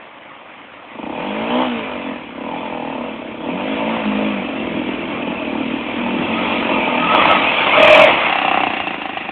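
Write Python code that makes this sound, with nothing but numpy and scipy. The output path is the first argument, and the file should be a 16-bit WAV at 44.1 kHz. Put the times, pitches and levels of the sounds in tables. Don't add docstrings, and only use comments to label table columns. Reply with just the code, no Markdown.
import sys
import numpy as np
from scipy import signal
from scipy.fft import rfft, irfft, next_fast_len
from scipy.io import wavfile
from scipy.ndimage import uniform_filter1d, map_coordinates

SR = 44100
rng = np.random.default_rng(int(sys.argv[2]) if len(sys.argv) > 2 else 0)


def master(y):
    cut = np.clip(np.atleast_2d(y).T, -1, 1)
    pcm = np.round(cut * 32767)
    wavfile.write(sys.argv[1], SR, pcm.astype(np.int16))


def invert_db(x):
    u = np.asarray(x, float) / 20
    return 10 ** u


N = 410571

# time in seconds, firing rate the crank then heads for in Hz.
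THROTTLE = [(0, 25.7), (.899, 33), (1.06, 67.5), (1.471, 75), (1.63, 44), (1.8, 36), (2.12, 24.3),
            (2.355, 53.5), (2.6, 33.2), (2.711, 38), (3.09, 24.8), (3.38, 66), (3.7, 59.5), (3.98, 40),
            (4.1, 55), (4.31, 36.5), (4.6, 40), (4.89, 45), (5, 40), (5.33, 35), (5.57, 41), (5.98, 38.6),
            (6.14, 52), (6.4, 46.5), (6.65, 37), (7, 60), (7.13, 62), (7.3, 23.3), (7.5, 39.7), (7.744, 47),
            (8.1, 9.5), (8.201, 31), (8.69, 22.9)]
LOAD_DB = [-32, -2.5, -0.3, 5.5, -3.5, -3, -11, -1.5, -1.5, -0.8, -4.5, 0, 0.9, -0.3, 0.3, -1.3, -1, -4, -1,
           -0.7, -2, 1.5, 1.5, 1.5, 2, -0.5, 0.3, -1, -3.5, 1, -8, -1, -5.5]
FLYWHEEL_S, CABLE_S = .3, .08
BREATH_S = .035
# time in seconds, distance in m, side shown (0 nose, 1 flank, 2 tail).
PATH = [(0, 25.5, 0.16), (3.2, 28.3, 0.166), (4.8, 16.4, 0), (6.2, 11.4, 0), (6.9, 6.9, 0.25),
        (7.25, 5.35, 0.27), (7.5, 3.4, .5), (7.66, 2.7, .62), (7.735, 2.6, .8), (7.768, 1.9, 1),
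        (8.045, 2.06, 1), (8.08, 2.8, 1.1), (8.13, 3.2, 1.26), (8.28, 3.3, 1.5), (8.52, 3.4, 2),
        (9.31, 5.8, 3.5)]
FAR_M, CRUISE_HZ = 30, 40
FIRING_DUE_S = [.95, .99, 1.032, 1.098, 1.153, 1.228, 1.308, 2.381, 2.441, 2.514, 2.61, 2.702, 2.8, 2.876, 2.954,
                3.041, 3.109, 7.748, 7.85, 7.948, 8.037, 8.294, 8.415, 8.511, 8.633, 8.701, 8.8, 8.941, 9.053,
                9.169, 9.287]
# time in seconds, unevenness from 0 to 1.
UNEVEN = [(0, .6), (.9, .12), (1.2, .1), (1.3, .03), (2.1, .04), (2.28, .25), (2.42, .08), (2.7, .06),
          (3.05, .1), (3.2, .35), (3.55, .25), (3.75, .1), (4.3, .1), (4.6, .35), (7, .3), (7.5, .6),
          (7.72, .12), (8.02, .12), (8.15, .7), (8.28, .12), (9.31, .3)]
# time in seconds, change in dB.
ODD_FIRINGS = [(8.3, 2), (8.331, 3.5), (8.36, 2.5), (8.635, 4.5), (8.701, -3.5), (8.801, 2.5), (8.838, -15),
               (8.872, 4.5), (8.906, 1.5), (8.98, -16), (9.016, 2), (9.089, -3), (9.129, -9), (9.169, 4),
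               (9.21, -9), (9.25, -10.5), (9.291, -15)]
# delay in seconds, level in dB.
HEADER = [(.0041, 1), (.0079, 1), (0.0122, 1.5)]
# dB far off at plain load, share of load, share of nearness, dB gained at the flank,
# narrowness of that beam, dB gained behind.
THUMP = (-24, 0.77, 0.302, -18.5, 1.14, -8)
PIPE = (-28, 1.38, 0.0185, 17.5, 3.5, -2)
TAIL = (-29, 1.74, 0.56, -8.5, 2.5, 4.5)

# pitch in Hz, width in Hz, level in dB.
SILENCER = [(212.5, 80, 1.96), (298.4, 82, 4.5)]
# pitch in Hz, width in Hz, level in dB.
PIPE_FRONT = [(443, 280, -1), (592, 120, 0.013)]
# pitch in Hz, width in Hz, level in dB.
PIPE_FLANK = [(616.8, 54, 0)]
# pitch in Hz, width in Hz, level in dB.
TAIL_BEHIND = [(773, 115, 2), (1020, 400, -4.5)]
# pitch in Hz, width in Hz, level in dB.
CASING = [(2190, 190, -9.5), (2440, 320, 4.5), (2640, 200, 0.5), (3280, 160, -1)]
# pitch in Hz, width in Hz, level in dB.
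VALVES = [(3037, 400, 0)]
# pitch in Hz, width in Hz, level in dB.
CRACK = [(1970, 570, 1.5), (2700, 280, 4), (3160, 210, -13)]
# time in seconds, pitch in Hz, level in
# dB.
BARK = [(.9, 850, 1), (1.2, 850, 1), (1.4, 825, 2), (1.6, 885, 1), (1.8, 945, 0), (2.0, 890, 0),
        (2.4, 945, 4), (2.48, 940, 1), (2.54, 825, 2), (2.64, 900, 6), (2.74, 830, 5), (2.88, 830, 3),
        (2.97, 890, 1), (3.1, 850, -4), (3.45, 870, 0), (3.8, 870, -3), (3.97, 900, 2), (4.1, 880, -3),
        (6, 870, 0), (6.5, 870, -4), (6.7, 930, -1), (6.9, 870, -3), (7.1, 900, 0), (8, 850, 0)]
BARK_HZ, BARK_STEP_HZ, BARK_WIDE_HZ, BARK_DRAWN = (820, 885, 950), 65, 115, .4
WADING, WADING_DULLS = (4.3, 2.3, 0), 0.49
SHUT = (1.68, .12, -7)
CLATTER_DB, CLATTER_DB_PER_OCTAVE = -37, 9
VALVE_FLOAT_HZ, IN_STEP, IN_STEP_BEHIND = 58, .13, .45
# start in seconds, hold in seconds, level in dB.
DRONE = [(1.209, 0.091, -33), (1.3, 0.14, -29.5), (1.54, .12, -26.5), (1.7, 0.07, -29.5), (1.87, 0.22, -40),
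         (2.551, 0.34, -43.5), (3.538, 0.21, -30), (3.88, 0.076, -27.5), (4.061, 0.3, -19.5),
         (6.3, 0.16, -31.5), (7.019, 0.33, -30.5)]
# start in seconds, hold in seconds, level in dB,
# multiple of the firing rate.
HOWL = [(1.36, .2, -36, 8), (1.38, .2, -37, 7), (1.4, .2, -38, 9), (1.34, .15, -38, 14),
        (1.36, .22, -36, 11), (1.45, .12, -35, 15), (1.52, .1, -33, 10), (1.52, .1, -32, 14),
        (1.6, .06, -36, 12), (1.71, .12, -33, 8), (1.75, .1, -38, 11), (1.78, .05, -37, 18),
        (1.8, .3, -35, 6), (1.9, .06, -37, 12), (2.62, .12, -39, 12), (2.7, .1, -37, 7),
        (2.93, .13, -35, 7), (3.47, .1, -33, 6), (3.68, .06, -30, 5), (3.76, .22, -34, 10),
        (3.8, .2, -37, 12), (3.88, .06, -34, 6), (4.1, .13, -31, 5), (4.42, .1, -32, 6),
        (4.55, .12, -33, 7), (4.95, .2, -33, 8), (5.05, .12, -31, 7), (5.42, .06, -33, 16),
        (5.55, .2, -35, 6), (5.6, .2, -32, 7), (6, .15, -30, 5), (6, .13, -31, 6), (6.24, .16, -29, 5),
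        (6.2, .22, -29, 7), (6.75, .25, -35, 6), (6.75, .25, -31, 7), (6.75, .25, -33, 8)]
ATTACK_S, RELEASE_S = .06, .11

# pitch in Hz, level in dB.
WATER = [(35, -46), (60, -17), (129, -11.5), (225, -8.5), (300, -2), (414, -9), (532, -0.5), (1150, -1),
         (1560, -8.5), (2150, -4.5), (3240, -11.5), (4310, -33.5), (5600, -58.5), (9480, -120)]
CREEK_DB, SPRAY_DB, SPRAY_DB_PER_OCTAVE, SPRAY_NEAR = -49.5, -47, 14, 0.94
# start in seconds, hold in seconds, level in dB.
WHEELSPIN = [
    (7.127, 0.19, -38),
    (8.1, 0.16, -37),
]
# start in seconds, hold in seconds, level in dB, pitch in Hz.
FRAME = [
    (6.37, 0.033, -30, 1256),
    (6.55, 0.45, -31.5, 1238),
    (7.03, 0.24, -17, 1256),
    (7.28, 0.07, -18.5, 1265),
    (7.5, 0.17, -28, 1235),
    (7.74, 0.1, -20.5, 1254),
]
# start in seconds, hold in seconds, level in dB, pitch in Hz.
RACK = [
    (6.65, .3, -31, 2613),
    (7.2, .03, -23, 2620),
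    (7.34, 0.021, -25.5, 2700),
    (7.5, 0.0406, -29, 2550),
    (7.8, .15, -21.5, 2354),
    (8.01, 0.031, -16.5, 2230),
    (8.09, 0.018, -25, 2605),
    (8.2, 0.076, -23, 2080),
]
# time in seconds, peak in dB.
STONES = [
    (7.1495, 1),
    (7.2237, -1),
    (7.2555, 2.5),
    (7.44, -6),
    (7.52, -6),
]
# pitch in Hz, width in Hz, level in dB.
PLATE = [(930, 440, 5), (2200, 470, -1.5)]
PREAMP_TOP, PREAMP_KNEE = 1.1, 7


def steady(x):
    power = uniform_filter1d(uniform_filter1d(x ** 2, SR // 9), SR // 9)
    return x / np.sqrt(np.abs(power) + 1e-12)


def curves(rows):
    s, *cols = np.transpose(rows)
    return [np.interp(np.arange(N) / SR, s, c) for c in cols]


def wobble(rate):
    knots = rng.standard_normal(int(N * rate / SR) + 4)
    return map_coordinates(knots, [np.arange(N) * rate / SR])


def swell(start, hold, db):
    t = np.arange(N) / SR - start
    outside = np.maximum(-t / ATTACK_S, (t - hold) / RELEASE_S)
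    return invert_db(db - 20 * np.maximum(outside, 0))


def lagged(x, seconds):
    keep = np.exp(-1 / (seconds * SR))
    return x[0] + signal.lfilter([1 - keep], [1, -keep], x - x[0])


def filtered(x, response):
    m = next_fast_len(N + SR // 2)
    return irfft(rfft(x, m) * response(np.fft.rfftfreq(m, 1 / SR)), m)[..., :N]


def ringing(x, modes):
    def response(f):
        return sum(invert_db(db) * 1j * f * w / (c * c - f * f + 1j * f * w) for c, w, db in modes) ** 2
    return filtered(x, response)


def echoes(x, taps):
    return sum(invert_db(db) * np.pad(x, (int(abs(s) * SR), 0))[:N] for s, db in taps)


def patchy(depth_db, wide, long):
    z = signal.stft(rng.standard_normal(N), nperseg=512)[2]
    field = uniform_filter1d(rng.standard_normal(z.shape), wide, axis=0)
    field = uniform_filter1d(field, long, axis=1)
    return signal.istft(z * invert_db(depth_db * field / field.std()), nperseg=512)[1][:N]


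def riding():
    s, aim = np.transpose(THROTTLE)
    move = np.clip(np.searchsorted(s, np.arange(N) / SR) - 1, 0, None)
    rate = uniform_filter1d(lagged(aim[move], FLYWHEEL_S), int(CABLE_S * SR))
    load_db = lagged(np.array(LOAD_DB)[move], BREATH_S)
    distance, side = curves(PATH)
    return rate, load_db, 20 * np.log10(FAR_M / distance), np.clip(side, 0, 2)


def crank(rate):
    turns = np.cumsum(rate) / SR
    nudge = np.unwrap(-turns[(np.array(FIRING_DUE_S) * SR).astype(int)] % 1, period=1)
    return turns + np.interp(np.arange(N) / SR, FIRING_DUE_S, nudge)


def firings(turns, uneven):
    fires = np.flatnonzero(np.diff(np.floor(turns))) - int(0.002556 * SR)
    chance = np.clip(rng.standard_normal((len(fires), 2)), -2, 2)
    shift = (uneven[fires] * .0006 * SR * chance[:, 0]).astype(int)
    late = np.clip(fires + shift, 0, N - 1)
    return np.bincount(late, invert_db(4.7 * uneven[fires] * chance[:, 1]), N)


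def part_level(part, load_db, near_db, broadside, behind):
    db, loaded, near, flank_db, narrow, behind_db = part
    level = db + loaded * load_db + near * near_db
    level = level + flank_db * broadside ** narrow + behind_db * behind
    return level + 1.5 * (1 - .8 * broadside) * wobble(10)


def intake_drone(turns):
    hum = sum(swell(*row) for row in DRONE) * np.sin(8 * np.pi * turns)
    howl = sum(swell(s, hold, db + 3) * np.sin(2 * np.pi * k * turns) for s, hold, db, k in HOWL)
    return invert_db(3 + 1.5 * wobble(25)) * hum + invert_db(.9 * wobble(20)) * howl


def casing_clatter(puffs, odd_db, behind, rate):
    rattle = steady(ringing(patchy(4.1, 2, 12), CASING))
    spit = rng.standard_normal(N)
    valves = steady(ringing(puffs * spit, VALVES))
    cracks = echoes(puffs ** 0.67 * invert_db(odd_db / 2), [(.004, 0)])
    ticks = (1 - behind) * valves + behind * steady(ringing(cracks * spit, CRACK))
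    floating = np.clip((rate - VALVE_FLOAT_HZ) / 3, 0, 1)
    in_step = IN_STEP + IN_STEP_BEHIND * behind + .6 * floating
    return np.sqrt(1 - in_step) * rattle + np.sqrt(in_step) * ticks


def engine():
    rate, load_db, near_db, side = riding()
    turns = crank(rate)
    uneven, = curves(UNEVEN)
    behind = np.clip((side - 1.2) / .4, 0, 1)
    broadside = np.clip(1 - abs(side - 1), 0, 1)
    flank = broadside + behind / 2
    thump_db, pipe_db, tail_db = (part_level(part, load_db, near_db, broadside, behind)
                                  for part in (THUMP, PIPE, TAIL))

    blows = firings(turns, uneven)
    puffs = signal.lfilter([1], [1, -np.exp(-1 / (.008 * SR))], blows)
    drawn_out = blows + echoes(blows, HEADER)
    odd_db = sum(db * (abs(np.arange(N) / SR - s) < .016) for s, db in ODD_FIRINGS)
    outlet = echoes(blows * invert_db(odd_db), [(.0045, 0)])

    def exhaust(source, modes, rough):
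        share = np.clip(rough * uneven, 0, 1)
        clean = steady(ringing(source, modes))
        gas = (puffs + 1.1 * puffs.mean()) * rng.standard_normal(N)
        return np.sqrt(1 - share) * clean + np.sqrt(share) * steady(ringing(gas, modes))

    thump = exhaust(echoes(blows + .6 * (1 - behind) * drawn_out, [(.005, 0)]), SILENCER, rough=1.1)

    front = exhaust(blows + .45 * drawn_out, PIPE_FRONT, rough=1.6)
    beside = exhaust(echoes(blows, [(.002, 0)]), PIPE_FLANK, rough=.8)
    pipe = np.sqrt(1 - flank) * front + np.sqrt(flank) * beside
    pipe = pipe * (1 - 0.12 * swell(*WADING) - swell(*SHUT))

    bark_hz, bark_db = curves(BARK)
    bark = 0
    for hz in BARK_HZ:
        share = np.clip(1 - abs(np.clip(bark_hz, 820, 950) - hz) / BARK_STEP_HZ, 0, 1)
        note = exhaust(blows + BARK_DRAWN * drawn_out, [(hz, BARK_WIDE_HZ, 0)], rough=1.7)
        bark = bark + np.sqrt(share) * note
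    tail = np.sqrt(1 - behind) * invert_db(bark_db) * bark
    tail = tail + np.sqrt(behind) * exhaust(outlet, TAIL_BEHIND, rough=.6)
    tail = tail * (1 - np.clip(WADING_DULLS * swell(*WADING), 0, 1))

    pulses = invert_db(thump_db - 3.0) * thump + invert_db(pipe_db - 1.0 - 15 * behind) * pipe + invert_db(tail_db - 3.5) * tail

    def open_end(f):
        return (1j * f / 175) ** 2 / (1 + 1.1j * f / 175 - (f / 175) ** 2)

    rumble = steady(ringing(rng.standard_normal(N), [(100, 170, 0)]))
    rumble = invert_db(uniform_filter1d(thump_db, SR // 4) - 19.5) * rumble
    clatter_db = CLATTER_DB + CLATTER_DB_PER_OCTAVE * np.log2(rate / CRUISE_HZ) + near_db
    clatter_db = clatter_db - 0.8 * broadside ** 3 + 0.32 * load_db + 0.46 * wobble(9)
    clatter = invert_db(clatter_db - 1.0) * casing_clatter(puffs, odd_db, behind, rate)
    return filtered(pulses, lambda f: open_end(f) ** 2) + intake_drone(turns) + rumble + clatter


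def wash():
    f, db = np.transpose(WATER)
    droplets = patchy(1.87, 4, 8) * invert_db(1.6 * wobble(300))
    hiss = filtered(droplets, lambda hz: invert_db(np.interp(np.log(hz + 1), np.log(f + 1), db)))
    rate, _, near_db, _ = riding()
    spray_db = SPRAY_DB + SPRAY_DB_PER_OCTAVE * np.log2(rate / CRUISE_HZ)
    spray_db = spray_db + SPRAY_NEAR * near_db + 0.69 * wobble(12)
    thrown = invert_db(spray_db) + sum(swell(*row) for row in WHEELSPIN)
    return np.hypot(invert_db(CREEK_DB), thrown) * invert_db(10.5 + 0.12 * wobble(6.7)) * hiss / hiss.std()


def singing(rows, drift_hz, flutter_db):
    t = np.arange(N) / SR
    drift = drift_hz * np.cumsum(wobble(60)) / SR
    tones = sum(swell(s, hold, db) * np.sin(2 * np.pi * (hz * t + drift)) for s, hold, db, hz in rows)
    return invert_db(flutter_db * wobble(40)) * tones


def stones():
    hits = np.zeros(N)
    for s, db in STONES:
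        hits[int(s * SR)] = invert_db(db)
    knocks = ringing(hits, PLATE)
    return knocks * hits.max() / abs(knocks).max()


def scene():
    bike = engine() + stones()
    bike = bike + singing(FRAME, drift_hz=38.17, flutter_db=2.9) + singing(RACK, drift_hz=63.0, flutter_db=3.5)
    banks = echoes(bike, [(.0047, -23.5), (.017, -22.5), (.041, -14)])
    return (bike + banks + wash())[None]


def top_cut(x):
    return signal.sosfilt(signal.butter(12, 16800, fs=SR, output="sos"), x)


def record(dry):
    squeezed = dry / (1 + abs(dry / PREAMP_TOP) ** PREAMP_KNEE) ** (1 / PREAMP_KNEE)
    band = filtered(squeezed, lambda hz: invert_db(-np.clip((hz - 3500) / 900, 0, 9) ** 2 * 15.3) * (hz < 4460))
    clipped = np.clip(band, -.985, .985)
    softened = filtered(clipped, lambda hz: invert_db(-np.clip(hz / 5000 - 1, 0, 9) * 2.5) * (hz < 16800))
    return top_cut(softened)


dry = scene()
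out = record(dry)
master(out)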